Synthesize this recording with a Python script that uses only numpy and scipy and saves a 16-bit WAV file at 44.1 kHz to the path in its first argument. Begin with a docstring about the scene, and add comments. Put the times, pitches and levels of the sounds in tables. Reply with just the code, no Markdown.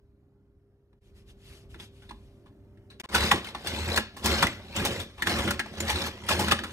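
"""A hand slicer on a kitchen counter. A fan hums, quieter in the first second, then stepping up quickly at
1 s; a faint tone climbs, and soft knocks and brushing noise tell of fingers settling on the plastic box.
From about 3 s the ribbed plate is pushed and pulled under a sweet potato: shaped noise scrapes and snaps,
low modes shake the counter, and decaying rattles knock at blade and stops. The level dips briefly at
about 1 s and twice near 3 s."""
import sys
import numpy as np
from scipy import signal
from scipy.fft import rfft, irfft, next_fast_len
from scipy.io import wavfile
from scipy.ndimage import uniform_filter1d

SR = 44100
rng = np.random.default_rng(int(sys.argv[2]) if len(sys.argv) > 2 else 0)


def int16_out(signal):
    """Quantize to a 16-bit WAV file."""
    q = np.round(np.clip(np.atleast_2d(signal).T, -1, 1) * 32767)
    wavfile.write(sys.argv[1], SR, q.astype(np.int16))


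N = 296352
TIME = np.arange(N) / SR


def gain_of(db):
    """Decibels to amplitude."""
    return 10 ** (np.asarray(db) / 20)


def evened(x):
    """Scales to rms 1."""
    return x / np.sqrt(np.mean(x ** 2) + 1e-20)


def read(points, hz):
    """Reads a spectrum on a log-frequency axis."""
    point_hz, value = np.transpose(points)
    return np.interp(np.log(hz + 1), np.log(point_hz + 1), value)


def follow(rows, t):
    """Columns of a curve table at times t."""
    s, *columns = np.transpose(rows)
    return [np.interp(t, s, column) for column in columns]


def ring(x, hz, width_hz):
    """One resonance of gain near 1: a complex one-pole filter."""
    pole = np.exp((-np.pi * width_hz + 2j * np.pi * hz) / SR)
    return 2 * signal.lfilter([1 - abs(pole)], [1, -pole], x).real


def sliding(x, hz, width_hz):
    """A resonance that follows the curve hz: shift to 0 Hz, low-pass, shift back."""
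    turn = np.exp(2j * np.pi * np.cumsum(hz) / SR)
    r = np.exp(-np.pi * width_hz / SR)
    return 2 * (turn * signal.lfilter([1 - r], [1, -r], x / turn)).real


def wander(width_hz):
    """Slow random curve of rms 1: noise low-passed twice."""
    return evened(ring(ring(rng.standard_normal(N), 0, width_hz), 0, width_hz))


def hiss(spectrum, size, patchy_db, tilt_db=0, bins=5):
    """Noise of a spectrum with drifting patches (rms patchy_db); tilt_db > 0 brightens, per frame."""
    hz = np.fft.rfftfreq(size, 1 / SR)
    frames = N * 4 // size + 5
    real, imag, patches = rng.standard_normal((frames, len(hz), 3)).T
    patches = uniform_filter1d(patches, size=20, axis=1)
    patches = evened(uniform_filter1d(patches, size=bins, axis=0))
    frame_tilt_db = np.interp(np.arange(frames) * size / 4, np.arange(N), tilt_db * np.ones(N))
    lean_db = frame_tilt_db * np.log2(hz / 2000 + 2.8)[:, None]
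    level_db = read(spectrum, hz)[:, None] + patchy_db * patches + lean_db
    z = (real + 1j * imag) * gain_of(level_db)
    return signal.istft(z, nperseg=size, noverlap=size * 3 // 4)[1][:N]


def catches(per_s, spread_db, decay_s):
    """Uneven grip: random catches, each a sudden jump in force that dies away."""
    happens = rng.random(N) < per_s / SR
    jumps = gain_of(spread_db * np.minimum(rng.exponential(1, N), 4)) * happens
    return evened(signal.lfilter([1], [1, -np.exp(-1 / (decay_s * SR))], jumps))


# fan rush spectrum: [hz, level_db_per_hz]
AIR_SPECTRUM = [(25, -13), (55, 8), (82, -3.5), (125, -7.5), (155, -11.5), (210, -12), (300, -11),
                (600, -24.5), (1000, -31.5), (7300, -55.5), (16000, -56)]
# fan over time: [time_s, rush_db, motor_hz, whine_db]
FAN_CURVE = [(0, -61, 134, -68.5), (1.0, -63.5, 134.1, -70.5), (1.1, -55, 131.9, -67), (1.5, -54, 132, -60),
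             (3.0, -52, 130.8, -63.5)]
# mains hum: [hz, peak_db re rush rms]
HUM_TONES = [(100, -3.5), (200, -12)]
# motor harmonics 1-5: [level_db re whine]
WHINE_HARMONICS_DB = [-4.5, -10.5, -1, -20, -26.5]
# faint climbing tone: [time_s, pitch_hz, level_db]
RISER_CURVE = [(1.2, 532, -97), (1.4, 547, -80), (2.45, 580, -72.5), (3.0, 591.6, -72.5)]


def fan():
    """Low rush with mains hum, and apart from it the motor's whine and a climbing tone."""
    rush_db, motor_hz, whine_db = follow(FAN_CURVE, TIME)
    waver_db = evened(ring(rng.standard_normal(N), 0, 24.0))
    motor_phase = 2 * np.pi * np.cumsum(motor_hz) / SR
    harmonics = sum(gain_of(db) * np.sin(k * motor_phase)
                    for k, db in enumerate(WHINE_HARMONICS_DB, 1))
    whine = gain_of(whine_db + 0.42 * waver_db) * harmonics
    riser_hz, riser_db = follow(RISER_CURVE, TIME)
    riser = gain_of(riser_db) * np.sin(2 * np.pi * np.cumsum(riser_hz) / SR)
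    hum = sum(gain_of(db) * gain_of(waver_db) * np.sin(2 * np.pi * hz * TIME) for hz, db in HUM_TONES)
    air = evened(hiss(AIR_SPECTRUM, size=2048, patchy_db=2.5))
    return gain_of(rush_db) * (air + hum), np.sqrt(2) * (whine + riser)  # tone tables are rms


# blows on the box: [start_s, level_db, spot_hz, crack_db (relative), t60_s]
BLOWS = [(0.929, -60.5, 940, -32, 0.034), (1.63, -55, 186, -40, 0.24), (1.742, -40, 1550, -27, 0.052),
         (1.756, -45, 328, -30, 0.12), (1.798, -36.5, 3290, -19, 0.06), (2.02, -49.5, 1500, -10, 0.14),
         (2.091, -38.5, 3570, -26, 0.047), (2.108, -33.5, 984, -32, 0.057), (2.459, -53, 1070, -20, 0.15),
         (2.772, -60, 1750, -20, 0.064), (2.901, -47, 3870, -20, 0.16), (2.998, -32, 2030, -2, 0.064),
         (3.039, -37.5, 1060, -26, 0.14), (3.147, -12, 1452, -3.5, 0.084), (3.312, -13, 1910, -6.5, 0.082),
         (3.315, -8.5, 1083, -29, 0.057), (3.325, -27.5, 191, -40, 0.35), (3.444, -34.5, 2960, -4, 0.065),
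         (3.547, -25, 1050, -39, 0.072), (3.67, -25, 4360, -2, 0.093), (3.928, -30.5, 4960, -4, 0.07),
         (3.959, -24.5, 4263, 1, 0.13), (3.974, -10, 1630, -7, 0.05), (4.166, -37, 1080, -2.5, 0.18),
         (4.243, -26.5, 1050, 5.5, 0.053), (4.257, -22, 934, 5, 0.1), (4.424, -14.5, 1480, -4, 0.079),
         (4.428, -8, 1134, -29, 0.048), (4.436, -18.5, 212, -40, 0.18), (4.467, -17, 2070, -7, 0.047),
         (4.762, -24, 7350, 2, 0.037), (4.85, -20.5, 706, 2.5, 0.12), (4.996, -31, 3300, -2, 0.16),
         (5.178, -40.5, 1005, -17, 0.47), (5.221, -17, 1800, -9, 0.064), (5.27, -13, 1510, -5.5, 0.031),
         (5.293, -27.5, 4300, 1, 0.1), (5.384, -22.5, 780, -8, 0.11), (5.476, -22, 1470, -20, 0.11),
         (5.506, -18.5, 1480, 0.5, 0.054), (5.593, -16, 1806, -12, 0.057), (5.659, -30.5, 630, -32, 0.045),
         (5.803, -24, 7050, 2.5, 0.055), (5.9, -22.5, 860, 4, 0.077), (5.956, -24.5, 3800, -21, 0.096),
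         (6.017, -23, 5030, 0, 0.026), (6.062, -30, 1000, 4, 0.068), (6.287, -18, 1310, 0.5, 0.083),
         (6.392, -22, 840, 1, 0.17), (6.482, -17.5, 1450, -6, 0.032), (6.511, -13.5, 2550, -3, 0.058),
         (6.519, -8.5, 1255, -16, 0.052), (6.589, -23, 1620, -27, 0.054), (6.636, -24, 1385, -10, 0.085)]
# plastic box modes, width and level rescaled by each user: [pitch_hz, width_hz, level_db]
BOX_MODES = [(841, 47, -15.5), (1026, 230, -7), (1388, 134, -15.5), (1686, 89, -11.5), (1893, 750, -3.5),
             (2610, 840, -4), (3413, 124, -7), (8480, 370, -18.5)]
# counter modes: [pitch_hz, width_hz, level_db (shake only)]
COUNTER_MODES = [(85.6, 53, 4.5), (190.2, 28, 5), (215, 13, 1), (243.2, 21.3, -3), (329.7, 56, 3.5),
                 (541, 35, -1.5)]
SPOT_DB, SPOT_RING = -4.5, .55  # clean ring: level in the blow, share of the blow's t60


def knocks():
    """Short rattles: the struck spot rings clean, box modes near it buzz, it cracks, thumps the counter."""
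    size = 8192
    out, t = np.zeros(N + size), np.arange(size) / SR
    soft_onset = 1 - np.exp(-t / 0.0012)
    draws = rng.standard_normal((len(BLOWS), 3, size))
    for (start_s, level_db, spot_hz, crack_db, t60_s), (noise, grit, loose) in zip(BLOWS, draws):
        decay = gain_of(-60 * t / t60_s)
        rattle = gain_of(1.8 * evened(uniform_filter1d(loose, size=100)))
        force = (1 - np.exp(-t / 0.001)) * decay * rattle
        # box modes far from the struck spot sound less
        modes = [(spot_hz, 300, 0)]
        modes += [(hz, w, .5 * db - 2.6 * abs(np.log2(hz / spot_hz))) for hz, w, db in BOX_MODES]
        body = sum(gain_of(db) * ring(ring(noise * force, hz, w), hz, 4 * w) / np.sqrt(w)
                   for hz, w, db in modes)
        crack = ring(ring(grit, 3880, 10400), 3800, 10400) * soft_onset * decay * rattle
        thump = sum(evened(ring(ring(noise * decay, hz, w), hz, 2 * w))
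                    for hz, w, _ in COUNTER_MODES[1:-1])
        loudness = np.sqrt(0.2 * t60_s)  # sets the body's rms by its decay time
        spot_decay = gain_of(SPOT_DB - 60 * t / (SPOT_RING * t60_s))
        spot = spot_decay * soft_onset * np.sin(2 * np.pi * spot_hz * t)
        blow = spot + 0.83 * loudness * evened(body) + gain_of(crack_db) * crack / 3
        thump_db = 0.6 * level_db - 38.5  # soft touches thump more in proportion
        out[round(start_s * SR):][:size] += gain_of(level_db) * blow + gain_of(thump_db) * evened(thump)
    return out[:N]


# skin and sleeve brushing the box: [peak_s, level_db, rise_s, fall_s]
FINGER_SWELLS = [(1.07, -72.5, 0.05, 0.043), (1.18, -64, 0.027, 0.042), (1.303, -60.5, 0.028, 0.021),
                 (1.521, -56.5, 0.094, 0.091), (1.712, -61, 0.014, 0.04), (1.817, -50, 0.025, 0.042),
                 (1.97, -66.5, 0.045, 0.25), (2.25, -79, 0.042, 0.33)]
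# brushing spectrum: [hz, level_db_per_hz]
BRUSH_SPECTRUM = [(530, -0.5), (900, -6), (3000, 2.5), (6500, -7.5), (12500, -11.5), (15000, -37)]


def fingers():
    """Skin and sleeve brush the box: soft smooth noise in bell-shaped swells."""
    level = 0
    for peak_s, level_db, rise_s, fall_s in FINGER_SWELLS:
        side_s = np.where(TIME < peak_s, rise_s, fall_s)
        level = level + gain_of(level_db) * np.exp(-((TIME - peak_s) / side_s) ** 2)
    return level * evened(hiss(BRUSH_SPECTRUM, size=256, patchy_db=1.5))


# pushes and pulls in turn: [start_s, end_s, turn_db (before the stroke), scrape_early_db, scrape_late_db,
# shake_early_db, shake_late_db, boost_s, boost_db, swell_s, swell_db]; the last four are a short scrape
# boost and a sway swell, centred at times from the start of the sound, not tied to the row's stroke
STROKE_ROWS = [(3.121, 3.359, -57, -30, -38, -32.5, -36, 3.25, 2, 3.17, 4),
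               (3.64, 4, -55, -39.5, -38, -39.5, -39, 3.48, 9.5, 3.85, 10),
               (4.225, 4.43, -62, -30.5, -33, -32, -32, 3.1, 3, 4.6, 8),
               (4.742, 5.031, -54, -33.5, -45, -31, -41.5, 4.95, 2.5, 4.25, 7.5),
               (5.246, 5.513, -59.5, -32.5, -37.5, -35, -29.5, 5.48, 0.5, 3.9, 6),
               (5.763, 6.082, -55, -43, -36, -38, -34.5, 5.9, 10, 5.96, 6.5),
               (6.286, 6.532, -52.5, -37.5, -36.5, -31.5, -31, 6.31, 11, 6.4, 4.5)]
# end of a push, of a pull: [slowing_s, drop_db]
SLOWING_ROWS = [(0.06, -12.5), (0.019, -12)]
CREEP_S, SET_OFF_DB, RISE_S = 0.099, -48.5, 0.027  # creep after the turn, set-off level, time to speed
BOOST_S, SWELL_S = 0.036, 0.11  # half widths of scrape boost and sway swell
SWAY_DB = -6.5  # sway re shake


def strokes():
    """Scrape, shake, sway in dB: turn, creep, rise, drift, slowing; scrape boosts and sway swells added."""
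    points, boosts_db, swells_db = [], 0, 0
    for row, (slowing_s, drop_db) in zip(STROKE_ROWS, SLOWING_ROWS * len(STROKE_ROWS)):
        start_s, end_s, turn_db, scrape_early_db, scrape_late_db, shake_early_db, shake_late_db = row[:7]
        boost_s, boost_db, swell_s, swell_db = row[7:]
        points += [(start_s - CREEP_S, turn_db, turn_db),
                   (start_s, SET_OFF_DB, SET_OFF_DB),
                   (start_s + RISE_S, scrape_early_db, shake_early_db),
                   (end_s, scrape_late_db, shake_late_db),
                   (end_s + slowing_s, scrape_late_db + drop_db, shake_late_db + drop_db)]
        boosts_db = boosts_db + boost_db * np.exp(-((TIME - boost_s) / BOOST_S) ** 2)
        swells_db = swells_db + swell_db * np.exp(-((TIME - swell_s) / SWELL_S) ** 2)
    silence = [(0, -150, -150), (points[0][0] - RISE_S, -150, -150)]
    scrape_db, shake_db = follow(silence + points, TIME)
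    return scrape_db + boosts_db, shake_db, shake_db + SWAY_DB + swells_db


# rib scrape spectrum: [hz, level_db_per_hz]
SCRAPE_SPECTRUM = [(200, -42), (400, 2), (1300, -2.5), (2430, -1.5), (3810, -3.5), (9470, -21),
                   (14100, -24.5), (16000, -99)]


def rub(scrape_db):
    """Ribs drag under the potato and along the rails: patchy noise, brighter when harder, uneven in grip."""
    tilt_db = np.clip(0.038 * (scrape_db + 32.0), -4, 2)
    grip = .8 + .4 * catches(per_s=300, spread_db=3.5, decay_s=.003)
    # narrow patches: resonances come and go
    return evened(hiss(SCRAPE_SPECTRUM, size=512, patchy_db=4, tilt_db=tilt_db, bins=2) * grip)


def crunch():
    """Fibres snap at the blade: noise catches drive box modes whose pitch wanders slowly at random."""
    snaps = [catches(per_s=130, spread_db=3.5, decay_s=.003) * rng.standard_normal(N) for _ in BOX_MODES]
    shift = wander(12)
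    total = 0
    for k, (snap, (hz, width_hz, db)) in enumerate(zip(snaps, BOX_MODES)):
        mode_hz = hz * (1 + .07 * (-1) ** k * shift)  # neighbours shift opposite ways
        total = total + gain_of(db / 2) * evened(sliding(snap, mode_hz, .7 * width_hz))
    return evened(total)


def counter_shake():
    """Uneven noise force rings the counter's modes."""
    push = rng.standard_normal(N) * (.5 + .6 * catches(per_s=50, spread_db=3.5, decay_s=.012))
    return evened(sum(gain_of(db) * evened(ring(ring(push, hz, w), hz, 3 * w))
                      for hz, w, db in COUNTER_MODES))


def counter_sway():
    """The counter's lowest mode: a sine near 76.1 Hz that wanders in level and pitch."""
    level = gain_of(2.5 * wander(25))
    sway_hz = 76.1 * (1 + .12 * wander(15))
    return evened(level * np.sin(2 * np.pi * np.cumsum(sway_hz) / SR))


def plate():
    """The sliding plate: rub and crunch at the scrape level, over the counter's shake and sway."""
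    scrape_db, shake_db, sway_db = strokes()
    cutting = gain_of(np.clip(scrape_db + 45, -8, 0))  # weaker snaps while the plate rests
    scrape = evened(rub(scrape_db) + .8 * cutting * crunch())
    return gain_of(scrape_db) * scrape + gain_of(shake_db) * counter_shake() + gain_of(sway_db) * counter_sway()


# kitchen echo: [hz, t60_s]
ROOM_T60 = [(200, 0.16), (4000, 0.39), (12000, 0.1)]


def room(x):
    """Two tails of sparse taps of random sign, each band dying at its own speed."""
    taps = np.zeros((2, SR // 2))
    at = np.arange(300, SR // 2 - 20, 20)
    at = at + rng.integers(0, 20, (2, len(at)))
    np.put_along_axis(taps, at, rng.choice([-1., 1.], at.shape), 1)
    hz, t, z = signal.stft(taps, SR, nperseg=128)
    decay = gain_of(-60 * t / read(ROOM_T60, hz)[:, None])
    tail = signal.istft(z * decay, SR, nperseg=128)[1]
    return signal.fftconvolve(x[None], tail / np.linalg.norm(tail[0]), axes=1)[:, :N]


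def scattered(x):
    """A copy whose phase drifts at random, used to make left and right differ."""
    z = signal.stft(x, nperseg=512)[2]
    a, b = uniform_filter1d(rng.standard_normal((2,) + z.shape), size=3, axis=1)
    shifted = z * np.exp(1j * np.arctan2(a, b))
    return np.sqrt(2) * signal.istft(shifted, nperseg=512)[1][:N]


def scene():
    """The slicer with the kitchen's echo, over the fan; first row direct, second row scattered."""
    slicer = plate() + knocks() + fingers()
    rush, tones = fan()
    rows = np.array([slicer + rush + tones, scattered(slicer + rush)])
    return rows + gain_of(-15.0) * room(slicer)


# left-right likeness: [hz, likeness_0_to_1]
LIKENESS = [(200, .98), (1000, .84), (3000, .7), (6000, .6), (9000, .9), (15000, .75)]
# left channel's phase: [hz, phase_rad]
LEFT_PHASE = [(300, 0), (1500, -.6), (2900, -2.6), (5000, -4.8)]
# brief level dips: [start_s, end_s, depth_db, edge_s]
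DIPS = [(1, 1.006, -16, 0.012), (3.017, 3.035, -39, 0.00069), (3.061, 3.088, -30.5, 0.00084)]
BAND_LIMIT_HZ = 15650


def record(dry):
    """Stereo: left lags up to about 6.8 kHz, above it the channels nearly merge; bass cut, dips, band limit."""
    size = next_fast_len(N + SR)
    hz = np.fft.rfftfreq(size, 1 / SR)
    same = np.clip(read(LIKENESS, hz), 0, 1)
    shares = np.array([np.sqrt((1 + same) / 2), np.sqrt((1 - same) / 2)])
    bass_cut = 1 / np.sqrt(1 + (42 / (hz + 1)) ** 6)
    direct, scatter = rfft(dry, size) * shares * bass_cut
    lag = np.exp(1j * read(LEFT_PHASE + [(6800, -2 * np.pi)], hz))  # a full turn from 6.8 kHz up
    left_tone = gain_of(read([(1500, -0.5), (5000, 3.5), (8000, 1.0)], hz))
    pair = irfft([(direct + scatter) * lag * left_tone, direct - scatter], size)[:, :N]
    for start_s, end_s, depth_db, edge_s in DIPS:
        corners_s = [start_s - edge_s, start_s, end_s, end_s + edge_s]
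        pair = pair * gain_of(np.interp(TIME, corners_s, [0, depth_db, depth_db, 0]))
    low_pass = signal.firwin(511, BAND_LIMIT_HZ, window=("kaiser", 9), fs=SR)
    return signal.oaconvolve(pair, low_pass[None], "same")


dry = scene()
out = record(dry)
int16_out(out)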